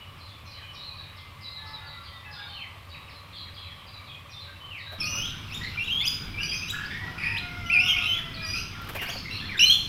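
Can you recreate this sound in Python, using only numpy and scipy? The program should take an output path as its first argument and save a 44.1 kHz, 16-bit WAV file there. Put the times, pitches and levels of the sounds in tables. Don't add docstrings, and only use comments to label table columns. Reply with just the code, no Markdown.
import sys
import numpy as np
from scipy import signal
from scipy.io import wavfile
from scipy.ndimage import uniform_filter1d

SR = 44100
rng = np.random.default_rng(int(sys.argv[2]) if len(sys.argv) > 2 else 0)


def to_wav(s):
    ch = np.atleast_2d(s).T
    pcm = np.round(np.clip(ch, -1, 1) * 32767)
    wavfile.write(sys.argv[1], SR, pcm.astype(np.int16))


def level_to_linear(level):
    exponent = np.asarray(level, float) / 20
    return 10 ** exponent


N = 435708
SCENE_CHANGE_S = 4.984

# frequency in Hz, density in dB per Hz.
LAWN_AIR = [(12, -46), (20, -19), (93, -3), (373, -20), (566, -17), (688, -19), (989, -13.5), (1140, -8),
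            (1460, -19.5), (2350, -14.5), (2850, -16), (3980, -21), (6220, -35.5), (14300, -35.5),
            (15600, -41)]
GARDEN_AIR = [(12, -44), (20, 4), (93, 1), (171, -1), (616, -20), (1270, -11.5), (1980, -19), (2350, -11),
              (2700, -13.5), (3280, -12.5), (4580, -24), (4980, -19), (6950, -37.5), (14300, -36),
              (15600, -40)]
# frequency in Hz, width in Hz, level in dB.
LAWN_HUMS = [(92.5, 28, -50), (147.5, 17.5, -62), (570, 19, -68), (1146, 82, -61)]
GARDEN_HUMS = [(98, 19.4, -46), (154.6, 17.5, -53)]
# frequency in Hz, 60 dB decay time in seconds.
TREE_DECAY = [(500, 0.33), (3000, 0.46), (6000, 0.51), (12000, 0.44)]

UPPER_PARTIALS_DB = [-11.5, -17, -33]
# frequency in Hz, gain in dB.
UPPER_COLOUR = [(5000, -5), (7600, -24), (10500, -2), (13500, 3)]

# start in seconds, top in Hz, held pitch in Hz, level in dB.
CHIP_CALLS = [(.18, 5070, 4130, -59.5), (.255, 5200, 3490, -58.5), (.495, 5350, 4050, -54.5),
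              (.735, 5620, 3870, -52), (1.415, 5100, 3960, -51), (1.86, 4700, 3890, -52),
              (2.325, 4500, 3540, -51.5), (2.885, 5280, 3870, -56), (3.315, 4420, 3326, -52.5),
              (3.54, 5040, 3340, -53), (4.055, 4590, 3363, -53.5), (4.31, 4770, 3580, -54),
              (4.775, 5230, 3830, -53.5)]
# start in seconds, top in Hz, bottom in Hz, level in dB.
BARE_CHIPS = [(.455, 6100, 4700, -62), (1.165, 5350, 3000, -55), (1.66, 5400, 3420, -55),
              (2.05, 4400, 3110, -52), (3.091, 5280, 3520, -56.5), (3.361, 4630, 3720, -50),
              (3.869, 4920, 3260, -57), (4.295, 5880, 4640, -58.5), (4.4, 4500, 3650, -52)]
# start in seconds, length in seconds, pitch in Hz, level in dB.
PEEPS = [(.46, 0.034, 4230, -57), (.81, .11, 4200, -50), (.9, .13, 4110, -58), (.94, 0.062, 4580, -62),
         (.96, .094, 3950, -56.5), (1.41, 0.039, 5000, -55), (1.47, 0.11, 4240, -56),
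         (1.55, 0.053, 3994, -49.5), (1.66, 0.05, 5170, -60), (1.73, 0.04, 3990, -48),
         (1.85, 0.034, 4670, -57), (2.03, 0.034, 4810, -57), (2.12, 0.052, 3780, -55.5),
         (2.31, 0.053, 5090, -55), (2.4, 0.096, 3805, -52.5), (2.47, .098, 4375, -55),
         (3.14, 0.064, 4170, -61), (3.87, 0.038, 4900, -60), (3.58, .095, 4140, -58),
         (3.93, 0.049, 4050, -54.5), (4.87, 0.087, 3990, -53), (3.4, .03, 3980, -51), (3.33, .1, 4300, -58),
         (4.42, .06, 4000, -55), (3.66, .08, 3400, -56), (.75, .03, 3900, -52)]
# start in seconds, length in seconds, pitch in Hz, level in dB.
LAWN_HELD = [(0, 0.027, 2964, -50.5), (.54, .09, 3020, -57), (.63, .1, 3010, -50), (.47, .04, 2480, -59),
             (.74, .05, 2450, -59), (2.235, .03, 2020, -53), (2.42, .02, 2300, -55), (4.53, .04, 2720, -57),
             (4.28, .02, 2500, -55), (.56, .12, 3230, -60), (.62, 0.045, 2470, -58),
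             (.89, 0.044, 2495, -57.5), (1, 0.037, 1673, -58.5), (1.03, .044, 2440, -57.5),
             (1.13, 0.4, 2090, -62), (1.57, 0.3, 1732, -59), (1.66, 0.047, 1295, -51),
             (1.62, 0.29, 877, -57.5), (2.25, 0.021, 2647, -49.5), (2.36, 0.046, 1436, -51.5),
             (2.49, 0.14, 3125, -48), (3.78, 0.027, 3125, -54), (3.97, 0.07, 2335, -58.5),
             (4.08, 0.073, 2515, -55), (4.48, 0.022, 1594, -52.5), (4.605, .02, 3050, -51),
             (4.641, .04, 3080, -48), (4.7, .015, 3050, -48), (4.87, 0.074, 1615, -51)]
# start in seconds, length
# in seconds, first pitch in Hz, level in dB.
LAWN_DROOPS = [
    (1.5, 0.79, 2077, -60),
    (1.8, 0.35, 1420, -58.5),
    (2.25, 0.415, 847, -59.5),
    (2.26, 0.23, 1700, -54),
]
# start in seconds, length in seconds, top in Hz, level in dB.
LAWN_SWOOPS = [(.55, 0.08, 2490, -58), (2.39, .034, 3100, -57), (2.55, .11, 3096, -47.5),
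               (2.94, .022, 3000, -47.5), (3.08, .022, 2900, -50.5), (3.44, 0.063, 2400, -59.5),
               (3.63, 0.096, 2784, -56.5), (4.7, 0.11, 3000, -46)]

# start in seconds, length in seconds, pitch in Hz, level in dB.
GARDEN_HELD = [(5.245, .045, 1420, -51), (5.32, .035, 1500, -51), (5.03, .17, 590, -55),
               (7.02, .2, 760, -58), (5.75, 0.012, 1460, -43.5), (7.01, 0.045, 1960, -42),
               (7.06, .07, 1950, -49), (7.16, 0.028, 1470, -46), (6.4, .025, 1660, -47),
               (6.8, .06, 3180, -52), (7.075, .012, 1400, -45), (8.41, .04, 1690, -49),
               (6.21, .035, 1500, -48), (7.2, 0.076, 1966, -43.5), (7.85, .2, 1292, -49.5),
               (8.54, 0.074, 1370, -48.5), (8.75, 0.085, 1410, -48.5), (9.37, .025, 3230, -47),
               (9.45, .04, 4270, -50)]
# time in seconds, pitch in Hz, level in dB.
GARDEN_SLIDES = [
    [(5, 1230, -52), (5.1, 1240, -53), (5.15, 1300, -49), (5.19, 1450, -52)],
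    [(9.41, 1680, -48), (9.435, 1800, -50), (9.465, 2060, -48)],
    [(8.84, 1330, -54), (8.9, 1160, -54)],
]
# start in seconds, length in seconds, top in Hz, level in dB.
GARDEN_SWOOPS = [(8.15, .053, 2650, -45), (8.7, .076, 2600, -52.5), (8.96, .089, 2550, -43.5),
                 (9.49, .075, 2450, -41.5)]
# time in seconds, pitch in Hz, level in dB.
CROW_CURVE = [
    (7.38, 719, -50.5),
    (7.622, 708, -50),
    (7.649, 674, -49.5),
    (7.8, 730, -46.5),
    (7.978, 715.3, -50.5),
    (8.52, 634.4, -53.5),
]
CROW_PARTIALS_DB = [-3.5, 4, 5]

# start in seconds, hiss in dB, thump in dB against the hiss, rise in seconds.
FLAPS = [(4.9189, -47.5, 15, 0.018), (8.8925, -35, -1, 0.011), (8.9518, -33, 5.5, 0.014),
         (9.0166, -33.5, -1, 0.017), (9.0843, -38.5, 8.5, 0.014), (9.1544, -47.5, 14.5, 0.013),
         (8.82, -44, -9, .006), (8.85, -45, -9, .006), (8.878, -43, -9, .004), (8.94, -41, -9, .003),
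         (9.074, -39, -9, .003), (9.115, -44, -9, .02)]

# start in seconds, length in seconds, first pitch in Hz, level in dB.
CONTACT_CALLS = [
    (5.504, 0.047, 2226, -38.5),
    (6.009, .06, 2050, -30.5),
    (6.662, 0.044, 2350, -36.5),
    (9.058, .048, 2100, -35),
]
# start in seconds, length in seconds, first pitch in Hz, level in dB,
# second partial against the first in dB.
PARROT_SLURS = [(5.065, .022, 2530, -36.5, -9), (5.25, .04, 2850, -42, -25), (5.745, .018, 2650, -44, -24),
                (5.838, .01, 3050, -40, -14), (6.382, 0.058, 2566, -36.5, -23),
                (6.618, 0.026, 2374, -37.5, -21), (6.85, 0.02, 4300, -47, -36),
                (7.734, .015, 4400, -43, -23), (8.342, .012, 4230, -44, -36), (9.58, .008, 3400, -33, -20),
                (9.553, .018, 1800, -43, -30)]
PARROT_LEAPS = [(7.365, 0.024, 2450, -35, -27)]
PARROT_DIPS = [(9.39, .022, 2900, -43, -30), (8.352, .02, 4400, -50, -30), (5.48, 0.026, 2800, -53, -30)]
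PARROT_HELD = [(5.015, .05, 2460, -36.5, -14), (5.1, .1, 2480, -43.5, -28), (5.545, 0.04, 3640, -42, -19),
               (5, .015, 3300, -44, -30), (5.795, 0.043, 2710, -34, -25), (6.068, 0.021, 4830, -28.5, -26),
               (6.066, .014, 3320, -31, -15), (6.34, 0.06, 2330, -42, -21), (6.48, 0.03, 3190, -44, -32),
               (6.513, .017, 3170, -37, -32), (5.772, .022, 2350, -34, -34), (5.85, .045, 3750, -47, -24),
               (6.703, .01, 3800, -35, -15), (6.675, .02, 3820, -47, -30), (8.37, .08, 2400, -47, -20),
               (9.31, .03, 3930, -44, -30), (9.625, .028, 2400, -33, -30), (9.572, .02, 3700, -42, -15),
               (7.355, .012, 2450, -36, -25), (7.66, .045, 2900, -45, -13), (7.86, 0.037, 3530, -40.5, -30),
               (7.935, .022, 2176, -32, -30), (9.6, 0.034, 3920, -37, -30), (9.7, 0.049, 4120, -30.5, -24),
               (9.74, 0.018, 3430, -30, -20.5)]
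# start in seconds, length in seconds, first pitch in Hz,
# level in dB, second partial against the first in dB.
SQUAWKS = [(5.025, 0.041, 4410, -42.5, -20), (5.15, 0.075, 5210, -46.5, -20), (6.43, 0.03, 2413, -39.5, 1),
           (6.52, 0.031, 2430, -36, -5.5), (6.9, 0.076, 3520, -53, -35), (6.9, .08, 1780, -44, -15),
           (6.9, .04, 2200, -47, -20), (6.95, .03, 2150, -43, -20), (5.255, .06, 3600, -48, -25),
           (5.63, .07, 4080, -48, -30), (5.27, .07, 2830, -48, -25), (6.53, .07, 5000, -45, -30),
           (6.75, .1, 2650, -50, -25), (6.725, .15, 1650, -44, -35), (6.725, .14, 1440, -46, -35),
           (7.25, .12, 1900, -46, -30), (7.01, .17, 980, -56, -4), (8.36, .06, 3900, -52, -30),
           (8.56, .04, 4100, -51, -30), (9.4, .07, 3500, -49, -30), (9.18, .015, 5000, -45, -30),
           (7.81, .08, 5150, -45, -30), (7.18, 0.21, 2443, -41, -15), (7.25, 0.13, 900, -54, 5),
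           (7.82, 0.094, 2790, -31.5, -18), (7.965, 0.028, 2560, -30, -19), (8.02, .05, 2638, -33.5, -19),
           (8.99, .06, 2800, -41, -20), (9.25, 0.07, 2050, -47, -12), (9.11, 0.099, 4550, -46, -33),
           (9.3, 0.07, 2700, -44, -13), (9.335, 0.05, 4150, -42, -32)]
RISING_SQUAWKS = [(5.61, .075, 1850, -44, -10), (7.22, 0.07, 2200, -36, -15), (8, .07, 3360, -43, -27),
                  (8.53, 0.074, 2430, -41, -6)]
# start in seconds, length in seconds, pitch in Hz, level in dB.
PARROT_SHRILL = [(8.42, .02, 2480, -53), (8.445, 0.132, 2412, -47), (8.46, 0.065, 2853, -54),
                 (8.55, 0.068, 3030, -57)]
# time in seconds, pitch in Hz, level in dB.
SHRILL_CRIES = [
    [(5, 2760, -46), (5.014, 2600, -40), (5.035, 2640, -47)],
    [(5.055, 2850, -46), (5.075, 2900, -49), (5.12, 3030, -49), (5.155, 2930, -49), (5.185, 3070, -48),
     (5.23, 3050, -56)],
    [(6.415, 2930, -57), (6.445, 2950, -60), (6.462, 2900, -50), (6.485, 2920, -58), (6.56, 2900, -60)],
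    [(6.41, 2520, -56), (6.435, 2440, -52), (6.45, 2370, -46), (6.475, 2380, -58), (6.5, 2410, -46),
     (6.525, 2470, -46), (6.535, 2400, -48)],
    [(6.545, 3030, -53), (6.575, 3100, -54), (6.6, 3090, -61), (6.66, 3080, -62)],
]
# time in seconds, pitch in Hz, level in dB.
CRIES = [
    [(5.107, 2820, -43), (5.21, 2870, -36.5), (5.262, 3420, -36)],
    [(5.872, 3290, -35), (5.886, 2654, -35), (5.9, 2760, -33), (5.92, 3230, -28.5), (5.945, 3130, -32.5),
     (6.03, 3550, -30)],
    [(7.699, 2316, -26), (7.722, 2750, -26.5), (7.755, 2480, -20.5), (7.78, 2347, -21.5),
     (7.815, 2740, -24.5)],
    [(8.055, 2557, -29), (8.08, 3090, -30.5), (8.115, 3030, -26), (8.135, 3100, -29), (8.155, 3450, -32)],
    [(8.165, 3280, -33), (8.2, 3520, -36)],
    [(7.792, 4900, -40), (7.81, 5300, -35)],
    [(7.878, 3320, -31), (7.903, 3200, -23), (7.93, 2980, -29), (7.95, 3220, -32)],
    [(9.593, 2456, -17), (9.598, 3000, -19.5), (9.606, 2683, -20), (9.63, 2930, -17.5),
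     (9.654, 3080, -16.5)],
    [(9.593, 4900, -29), (9.598, 6000, -33), (9.606, 5370, -29), (9.63, 5860, -32), (9.654, 6160, -35)],
    [(9.657, 4126, -27), (9.693, 4146, -20)],
    [(9.696, 3150, -16), (9.733, 3360, -22.5)],
]
CRY_SECOND_DB = [-24, -29, -27, -25, -27, -29, -23, -19, -45, -27, -25]

PEEP_SAG, HELD_SAG, FAR_HELD_SAG, DROOP, SWOOP = 0.95, 0.988, 0.97, .935, .61
SLUR, LEAP, DIP, CREEP = 1.17, 1.75, .89, 1.025


def evened(x):
    return x / np.sqrt(np.mean(x ** 2) + 1e-20)


def read(points, hz):
    f, value = np.transpose(points)
    return np.interp(np.log(hz + 1), np.log(f + 1), value)


def add(mix, s, sound):
    part = mix[round(s * SR):][:len(sound)]
    part += sound[:len(part)]


def smooth_noise(count, size):
    once = uniform_filter1d(rng.standard_normal((2, count)), size=size)
    return evened(uniform_filter1d(once, size=size))


def band(hz, width, count):
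    r = np.exp(-np.pi * width / SR)
    noise = rng.standard_normal(count) + 1j * rng.standard_normal(count)
    slow = signal.lfilter([1], [1, -2 * r, r * r], noise)
    carrier = np.exp(2j * np.pi * hz * np.arange(count) / SR)
    return evened((slow * carrier).real)


def echo(x, wet_db, stretch):
    taps = np.zeros(SR)
    at = np.arange(160, SR - 20, 20)
    taps[at + rng.integers(0, 20, len(at))] = rng.choice([-1., 1.], len(at))
    hz, t, z = signal.stft(taps, SR, nperseg=256)
    t60 = stretch * read(TREE_DECAY, hz)[:, None]
    tail = signal.istft(z * level_to_linear(-60 * t / t60), SR, nperseg=256)[1]
    return x + level_to_linear(wet_db) * signal.fftconvolve(x, tail / np.linalg.norm(tail))[:N]


def whistles(notes, warble, flutter_db, rasp, hoarse, edge_s):
    out = np.zeros(N)
    chance = rng.random((len(notes), 2, 2, 8))
    grit = smooth_noise(N + SR, 40)
    for (points, *second_db), draw in zip(notes, chance):
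        at, pitch_hz, level_db = np.transpose(points)
        s, length = at[0], at[-1] - at[0]
        t = np.arange(round((length + edge_s) * SR)) / SR
        clock = s - edge_s / 2 + t
        rate_hz, phase = 25 * 9 ** draw[:, 0, :, None], draw[:, 1, :, None]
        waver, shake = np.sin(2 * np.pi * (rate_hz * t + phase)).sum(1) / 2
        jitter, shimmer = grit[:, round(s * SR):][:, :len(t)]
        db = np.interp(clock, at, level_db) + flutter_db * shake
        hz = np.interp(clock, at, pitch_hz) * (1 + warble * waver + hoarse * jitter)
        turn = 2 * np.pi * np.cumsum(hz) / SR
        tone = np.sin(turn)
        if second_db:
            tone += level_to_linear(second_db[0]) * np.sin(2 * turn)
            onset = np.minimum(t / .006, 1)
            for k, part_db in enumerate(UPPER_PARTIALS_DB, 3):
                gain = level_to_linear(0.66 * second_db[0] + part_db + read(UPPER_COLOUR, k * hz))
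                gain = gain * (k * hz < SR / 2) * onset
                come_and_go = 1 + 1.04 * np.roll(jitter, 90 * k)
                tone += gain * np.sin(k * turn) * come_and_go
        fade = np.clip(np.minimum(t, t[-1] - t) / edge_s, 0, 1)
        note = np.sqrt(2) * level_to_linear(db) * tone * (1 + rasp * shimmer) * fade
        add(out, max(s - edge_s / 2, 0), note)
    return out


def glides(rows, ratio, *second_db):
    return [([(s, hz, db), (s + length, hz * ratio, db)], *rest, *second_db)
            for s, length, hz, db, *rest in rows]


def air(colour, db, hums, patchy_db):
    frames, hz = N // 256 + 5, np.fft.rfftfreq(1024, 1 / SR)
    a, b, patches = rng.standard_normal((frames, 513, 3)).T
    patches = uniform_filter1d(patches, size=14, axis=0)
    patches = evened(uniform_filter1d(patches, size=16, axis=1))
    z = (a + 1j * b) * level_to_linear(read(colour, hz)[:, None] + patchy_db * patches)
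    wash = signal.istft(z, nperseg=1024, noverlap=768)[1][:N]
    machines = sum(level_to_linear(hum_db) * band(f, width, N) for f, width, hum_db in hums)
    return level_to_linear(db) * evened(wash) + machines


def chip_calls():
    chip_s, hold_s = .027, 0.0633
    calls = [([(s, top_hz, db), (s + chip_s, hz, db)],) for s, top_hz, hz, db in BARE_CHIPS]
    for s, top_hz, hz, db in CHIP_CALLS:
        landing = s + chip_s
        calls.append(([(s, top_hz, db - 6.5), (landing, hz, db), (landing + hold_s, 0.99 * hz, db)],))
    return calls


def songbirds():
    small = chip_calls() + glides(PEEPS, PEEP_SAG)
    large = glides(LAWN_HELD, HELD_SAG) + glides(LAWN_DROOPS, DROOP) + glides(LAWN_SWOOPS, SWOOP)
    chirps = whistles(small, warble=.012, flutter_db=3, rasp=.3, hoarse=.009, edge_s=.012)
    pure = whistles(large, warble=.004, flutter_db=3, rasp=.1, hoarse=.0015, edge_s=.012)
    return level_to_linear(-2) * echo(chirps, wet_db=9, stretch=1) + echo(pure, wet_db=3, stretch=1.2)


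def crow():
    s, hz, db = np.transpose(CROW_CURVE)
    t, out = np.arange(s[0], s[-1], 1 / SR), np.zeros(N)
    waver, shake = smooth_noise(len(t), 500)
    turn = 2 * np.pi * np.cumsum(np.interp(t, s, hz) * (1 + 0.0096 * waver)) / SR
    stack = sum(level_to_linear(part_db) * np.sin(k * turn) for k, part_db in enumerate(CROW_PARTIALS_DB, 1))
    level = level_to_linear(np.interp(t, s, db) + 1.5 * shake)
    add(out, s[0], level * stack * signal.windows.tukey(len(t), .08))
    return out


def far_birds():
    notes = glides(GARDEN_HELD, FAR_HELD_SAG) + glides(GARDEN_SWOOPS, SWOOP) + list(zip(GARDEN_SLIDES))
    far = whistles(notes, warble=.01, flutter_db=4, rasp=.2, hoarse=.003, edge_s=.012)
    return echo(far + crow(), wet_db=0, stretch=1.2)


def wings():
    out, t = np.zeros(N), np.arange(2600) / SR
    for s, db, thump_db, rise_s in FLAPS:
        puff = (t / rise_s * np.exp(1 - t / rise_s)) ** 2
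        hiss = level_to_linear(-6.0) * rng.standard_normal(len(t))
        hiss += level_to_linear(10.0) * band(1500, 3000, len(t))
        hiss += level_to_linear(1.0) * band(13000, 4500, len(t))
        thump = level_to_linear(thump_db) * band(641.4, 240, len(t))
        add(out, s - .008, level_to_linear(db - 11.5) * puff * (hiss + thump))
    return echo(out, wet_db=-8.5, stretch=1.0)


def contact_calls():
    start_db, second_db = -10, -7.5
    return [([(s, hz, db + start_db), (s + 0.68 * length, 1.29 * hz, db + start_db / 2),
              (s + length, 1.64 * hz, db)], second_db) for s, length, hz, db in CONTACT_CALLS]


def shrill_notes():
    octave_db, thin_db = 7, 9
    cries = [(np.subtract(cry, [0, 0, thin_db]), octave_db + thin_db) for cry in SHRILL_CRIES]
    return glides(PARROT_SHRILL, CREEP, octave_db) + cries


def parrots():
    clear = contact_calls() + glides(PARROT_SLURS, SLUR) + glides(PARROT_LEAPS, LEAP)
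    clear += glides(PARROT_DIPS, DIP) + glides(PARROT_HELD, CREEP) + shrill_notes()
    rough = glides(SQUAWKS, CREEP) + glides(RISING_SQUAWKS, SLUR)
    cries = list(zip(CRIES, CRY_SECOND_DB))
    flock = whistles(clear, warble=.007, flutter_db=2.5, rasp=.1, hoarse=.003, edge_s=.005)
    flock += whistles(rough, warble=.03, flutter_db=3.5, rasp=.3, hoarse=.014, edge_s=.008)
    near = whistles(cries, warble=.007, flutter_db=2.2, rasp=.14, hoarse=.003, edge_s=.003)
    return echo(flock, wet_db=-2, stretch=1.2) + echo(near, wet_db=-6, stretch=1.2)


def scene():
    lawn = songbirds() + air(LAWN_AIR, -49, LAWN_HUMS, patchy_db=1.1)
    garden = air(GARDEN_AIR, -40.5, GARDEN_HUMS, patchy_db=1.5)
    garden += level_to_linear(0.6) * far_birds() + level_to_linear(2.24) * parrots()
    after = np.clip((np.arange(N) / SR - SCENE_CHANGE_S) / .002, 0, 1)
    return (lawn * (1 - after) + garden * after + wings())[None]


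def roll_off(x):
    return signal.sosfilt(signal.butter(12, 15750, fs=SR, output="sos"), x)


def record(dry):
    return roll_off(dry)


dry = scene()
out = record(dry)
to_wav(out)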